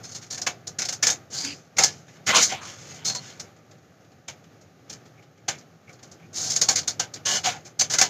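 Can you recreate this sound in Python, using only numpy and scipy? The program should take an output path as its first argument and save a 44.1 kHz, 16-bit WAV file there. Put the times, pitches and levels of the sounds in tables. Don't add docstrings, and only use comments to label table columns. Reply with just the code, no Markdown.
import sys
import numpy as np
from scipy import signal
from scipy.fft import rfft, irfft
from scipy.io import wavfile
from scipy.ndimage import uniform_filter1d

SR = 44100
rng = np.random.default_rng(int(sys.argv[2]) if len(sys.argv) > 2 else 0)


def voltage_ratio(level):
    return 10 ** (np.asarray(level, float) / 20)


def master_out(mix):
    frames = np.transpose(np.atleast_2d(mix))
    ceiling = np.clip(frames, -1, 1)
    pcm = np.round(ceiling * 32767).astype(np.int16)
    wavfile.write(sys.argv[1], SR, pcm)


N = 356769


def rms_one(x):
    return x / np.sqrt(np.mean(x ** 2) + 1e-20)


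def coloured(x, spectrum):
    hz = np.maximum(np.arange(N // 2 + 1) * SR / N, 1)
    points = np.array(spectrum)
    gain_db = np.interp(np.log(hz), np.log(points[:, 0]), points[:, 1])
    return irfft(rfft(x) * voltage_ratio(gain_db), N)


def band(x, low_hz, high_hz):
    sos = signal.butter(3, [low_hz, high_hz], "band", fs=SR, output="sos")
    return rms_one(signal.sosfilt(sos, x))


def drift(rate_hz):
    r = np.exp(-80 * np.pi * rate_hz / SR)
    noise = rng.standard_normal(N // 40 + 2002)
    slow = signal.lfilter([1], [1, -2 * r, r * r], noise)[2000:]
    return np.interp(np.arange(N) / 40, np.arange(len(slow)), rms_one(slow))


def resonance(x, hz, width_hz):
    r = np.exp(-np.pi * width_hz / SR)
    feedback = [1, -2 * r * np.cos(2 * np.pi * hz / SR), r * r]
    return signal.lfilter([(1 - r * r) / 2, 0, (r * r - 1) / 2], feedback, x)


# (f/Hz, level/dB)
HUM_COLOUR = [(30, -62.5), (60, -40), (85, -7.5), (110, -1), (200, -8.5), (400, -11), (800, -14),
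              (980, -27.5), (1200, -17.5), (3300, -30), (6800, -31.5), (8300, -51.5), (15600, -39.5)]
# (f/Hz, width/Hz, boost level/dB)
HUM_PEAKS = [(93, 12, 1), (159, 14, 6), (280, 15, 0.5)]


def hum():
    air = coloured(rng.standard_normal(N), HUM_COLOUR)
    peaks = sum((voltage_ratio(boost_db) - 1) * resonance(air, hz, width) for hz, width, boost_db in HUM_PEAKS)
    waver = voltage_ratio(drift(2.9))
    return voltage_ratio(-45) * waver * rms_one(air + peaks)


def room(x, t60):
    out = np.zeros(N)
    lags = (rng.uniform(0.012, 0.037, 8) * SR).astype(int)
    for k, lag in enumerate(lags):
        loop, gain = x.copy(), voltage_ratio(-60 * lag / SR / t60)
        for i in range(lag, N, lag):
            loop[i:i + lag] += gain * loop[i - lag:i][:N - i]
        out += (loop - x) * (-1) ** k
    return out


def fibres(per_s, spread_db, hiss, clump_db):
    sizes = voltage_ratio(spread_db * np.minimum(rng.exponential(1, N), 4))
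    pushes = sizes * rng.choice([-1, 1], N)
    snaps = rms_one(pushes * (rng.random(N) < per_s / SR))
    return (snaps + hiss * rng.standard_normal(N)) * voltage_ratio(clump_db * drift(140))


# (f/Hz, width/Hz, boost level/dB)
SHEET_MODES = [(763, 50, 11), (1450, 97, 2), (2258, 310, 7.5), (2960, 370, 6.5), (4220, 780, 3),
               (4920, 520, 3)]


def sheet(x, flex_db, fine_db, fine_width_hz):
    broad = sum((voltage_ratio(boost_db) - 1) * voltage_ratio(flex_db * drift(8.9)) * resonance(x, hz, width)
                for hz, width, boost_db in SHEET_MODES)
    pitches = np.geomspace(500, 7400, 40) * voltage_ratio(rng.normal(0, 0.2, 40))
    fine = sum(voltage_ratio(fine_db + 5.7 * drift(2.5)) * resonance(x, hz, fine_width_hz) for hz in pitches)
    return x + broad + fine


# (t/s, length t/s, f/Hz, width/Hz, level/dB)
RINGING = [(1.324, 0.23, 4800, 400, -36), (1.43, 0.12, 279, 48.3, -39), (1.44, 0.11, 2530, 496, -39),
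           (2.315, 0.1, 1060, 899, -17), (2.512, 0.203, 1050, 880, -38.5), (3.05, 0.099, 4350, 218, -31),
           (3.145, 0.062, 4390, 218, -37.5), (3.2, .17, 4400, 225, -56), (5.175, 0.032, 2265, 201, -49),
           (5.863, 0.049, 2270, 198, -46), (6.217, .05, 2330, 200, -50.5), (7.248, 0.16, 2920, 200, -32),
           (7.446, 0.055, 725, 84, -26.5), (7.52, 0.079, 775, 90, -39.5)]


def ringing(rub):
    out, time = np.zeros(N), np.arange(N) / SR
    for s, length, hz, width, level_db in RINGING:
        during = (time >= s) & (time < s + length)
        tone = resonance(resonance(rub[during], hz, width), hz, 2 * width)
        swell = np.sin(np.pi * (time[during] - s) / length)
        out[during] += voltage_ratio(level_db) * swell * rms_one(tone)
    return out


def in_bands(level_db, share_db):
    middle_db = level_db + share_db
    return voltage_ratio([middle_db - 6.5, middle_db, level_db]) ** 2


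# (t/s, level/dB, sheet share level/dB)
TURN = [(2.1, -54, -10), (2.16, -52, 1), (2.24, -77, 17), (2.258, -53, -19), (2.269, -24.5, -5),
        (2.299, -22.5, 6.5), (2.334, -33, 6.5), (2.358, -15.5, 0), (2.4, -20.5, -1), (2.438, -14, -19.5),
        (2.478, -32, -9.5), (2.529, -35, 5.5), (2.6, -55, 13), (2.63, -43.5, -11), (2.68, -38.5, 0.5),
        (2.76, -45, -3), (2.97, -42, -4.5), (3.04, -57.5, 9), (3.06, -80, 5)]


def turn_power():
    time = np.arange(N) / SR
    s, level_db, share_db = np.transpose(TURN)
    level_path = np.interp(time, s, level_db, left=-200, right=-200)
    return in_bands(level_path, np.interp(time, s, share_db))


# (start t/s, rise t/s, length t/s, level/dB, sheet share level/dB)
STROKES = [(0.03, 0.016, 0.023, -37.5, -8), (0.083, .01, 0.021, -42.5, -6),
           (0.112, .008, 0.017, -39.5, -14), (0.143, 0.0085, 0.023, -33.5, -10.5),
           (0.21, .01, .035, -44, -6), (0.301, 0.0057, 0.053, -32.5, -12.5),
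           (0.374, 0.0045, 0.0095, -32, -6.5), (0.415, 0.0031, 0.01, -29.5, -11),
           (1.303, 0.061, 0.15, -31, -12.5), (1.804, 0.021, 0.023, -24.5, -7),
           (1.903, 0.036, 0.092, -48.5, -9), (3.045, 0.015, 0.048, -25, -15.5),
           (3.19, 0.077, 0.12, -42.5, -4), (6.33, 0.058, 0.18, -27.5, -15), (6.696, .006, 0.033, -28, -11),
           (6.777, 0.0041, 0.015, -27, -9), (7.252, 0.011, 0.12, -23, -6.5),
           (7.433, 0.025, 0.053, -25.5, -0.5), (7.646, .012, 0.029, -43, -6),
           (7.897, 0.0082, .04, -26, -9.5)]


def stroke_power():
    power, time = np.zeros((3, N)), np.arange(N) / SR
    rise_db, fall_db, fall_s = 17, 8, 0.0087
    sag_db_per_s, share_gain_db_per_s = 22.5, 22
    for s, rise, length, level_db, share_db in STROKES:
        start = int(np.ceil(s * SR))
        t = time[start:start + SR] - s
        start_db = -rise_db * np.clip(1 - t / rise, 0, 1) ** 2
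        stop_db = -fall_db * np.maximum(t - length, 0) / (rise + fall_s)
        stroke_db = level_db + start_db - sag_db_per_s * t + stop_db
        power[:, start:start + len(t)] += in_bands(stroke_db, share_db + share_gain_db_per_s * t)
    return power


def faint_slips():
    per_s, usual_db, usual_share_db = 5.0, -58, -0.5
    chance = rng.random((90, 3))
    moments = np.cumsum(-np.log(chance[:, 0])) / per_s
    return [(s, usual_db + 8 * (a - 0.5), usual_share_db + 8 * (b - 0.5))
            for s, (_, a, b) in zip(moments, chance) if s < (N - 1) / SR]


# (t/s, level/dB, sheet share level/dB)
SLIPS = [(0.2604, -45, -7), (0.324, -39.5, -6), (0.463, -22, -1), (0.667, -32.5, -13),
         (0.7838, -22.5, -8.5), (0.8146, -27.5, -5.5), (0.847, -30, -10), (0.883, -25.5, -8.5),
         (0.921, -26, -12), (1.024, -14.5, -9), (1.064, -14.5, -11.5), (1.0823, -28, 0), (1.097, -20, -16),
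         (1.442, -28, -10), (1.765, -29.5, -7), (1.7812, -12, -5.5), (1.832, -11.5, -11), (2.0776, -48, 4),
         (2.349, -29, -4), (2.361, -18.5, -1), (2.432, -28, -28), (3.094, -34, -2), (3.1456, -28.5, -7.5),
         (3.394, -33, -12), (3.708, -53, 0.5), (4.042, -57, 3), (4.278, -33.5, -2.5), (4.6077, -50, -16.5),
         (4.8938, -35.5, -11.5), (4.924, -37.5, -9), (5.053, -52.5, -6), (5.4792, -22.5, -2.5),
         (5.5812, -49, -11), (5.8886, -48.5, -2), (5.924, -46, -12), (6.0247, -40.5, -8),
         (6.111, -41.5, -28), (6.498, -23.5, -21), (6.514, -27, -16), (6.529, -30.5, -16),
         (6.5577, -20.5, -13), (6.6108, -14, -13), (6.6829, -13.5, -9), (6.7535, -19, -12),
         (6.828, -41, -4), (6.8737, -20.5, -12.5), (6.993, -22, -5.5), (7.024, -40, 1),
         (7.1346, -33.5, -14.5), (7.155, -46.5, 3), (7.79, -18.5, -15), (7.806, -21, -8),
         (7.933, -20, -5.5), (7.981, -13.5, -8), (8.009, -10, -7.5)]
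TAIL_T60_S = [.22, 0.18, 0.14]


def slip_power():
    power, time = np.zeros((3, N)), np.arange(N) / SR
    rise_s, rise_power, crack_t60_s = 0.0059, 1.9, 0.076
    gentle_db, tail_loss = -24, 0.067
    for s, level_db, share_db in SLIPS + faint_slips():
        start = int(np.ceil(s * SR))
        t = time[start:start + SR // 2] - s
        crack = voltage_ratio(-60 * np.maximum(t - rise_s, 0) / crack_t60_s)
        tail_db = -4 - tail_loss * max(level_db - gentle_db, 0)
        fade_db = -60 * np.maximum(t - 2 * rise_s, 0) / np.reshape(TAIL_T60_S, (-1, 1))
        rise = np.clip(t / rise_s, 0, 1) ** rise_power
        shape = rise * np.hypot(crack, voltage_ratio(tail_db + fade_db))
        power[:, start:start + len(t)] += in_bands(level_db, share_db)[:, None] * shape ** 2
    return power


def effort():
    power = slip_power() + stroke_power() + turn_power()
    power[0] = signal.lfilter([1 / 150], [1, 1 / 150 - 1], power[0])
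    return power


# (f/Hz, level/dB)
TEARING = [(80, -11), (200, -5.5), (460, -8), (770, -9), (1080, -11), (2180, -16.5), (2900, -20.5),
           (6500, -5.5), (7400, -11.5), (8000, -23), (15500, -16)]
# (lower f/Hz, upper f/Hz)
BAND_EDGES_HZ = [(80, 1500), (1500, 3500), (3500, 9000), (7900, 16000)]
# (lower f/Hz, upper f/Hz)
OPPOSITE_HZ = (7500, 13000)


def paper():
    low, middle, treble = np.sqrt(effort())
    rub = fibres(per_s=4000, spread_db=3.5, hiss=1.0, clump_db=1.0)
    tear = sheet(coloured(rub, TEARING), flex_db=6.0, fine_db=3.0, fine_width_hz=12)
    bands = [band(tear, *edges) for edges in BAND_EDGES_HZ]
    reach = np.hypot(voltage_ratio(-20.5) * treble, voltage_ratio(-25.5) * middle)
    both = low * bands[0] + middle * bands[1] + treble * bands[2] + reach * bands[3]
    noise = coloured(rng.standard_normal(N), TEARING)
    opposite = 0.19 * reach * band(noise, *OPPOSITE_HZ)
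    return both + ringing(rub) + opposite * [[1], [-1]]


def scene():
    near = paper()
    return near + voltage_ratio(-18) * room(near.mean(axis=0), t60=0.1) + hum()


def suppressor(x, open_db, range_db, depth_db, fall_db_per_s):
    heard = signal.sosfilt(signal.butter(2, 1000, "high", fs=SR, output="sos"), x)
    level_db = 10 * np.log10(uniform_filter1d(np.mean(heard ** 2, axis=0), size=400) + 1e-12)
    gain_db = depth_db * (np.clip((level_db - open_db) / range_db, 0, 1) - 1)
    gain_db[0] = 0
    ramp = fall_db_per_s * np.arange(N) / SR
    held_db = np.maximum.accumulate(gain_db + ramp) - ramp
    return x * voltage_ratio(uniform_filter1d(held_db, size=200))


def band_limit(x):
    return signal.sosfilt(signal.butter(12, 15710, fs=SR, output="sos"), x)


def record(dry):
    x = dry + 0.57 * resonance(dry, 6550, 890)
    x = suppressor(x, open_db=-54.0, range_db=24.0, depth_db=9.0, fall_db_per_s=55.0)
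    x = 0.85 * np.tanh(x / 0.85)
    mix = signal.sosfilt(signal.cheby2(12, 60, 15750, fs=SR, output="sos"), x)
    return band_limit(mix)


dry = scene()
out = record(dry)
master_out(out)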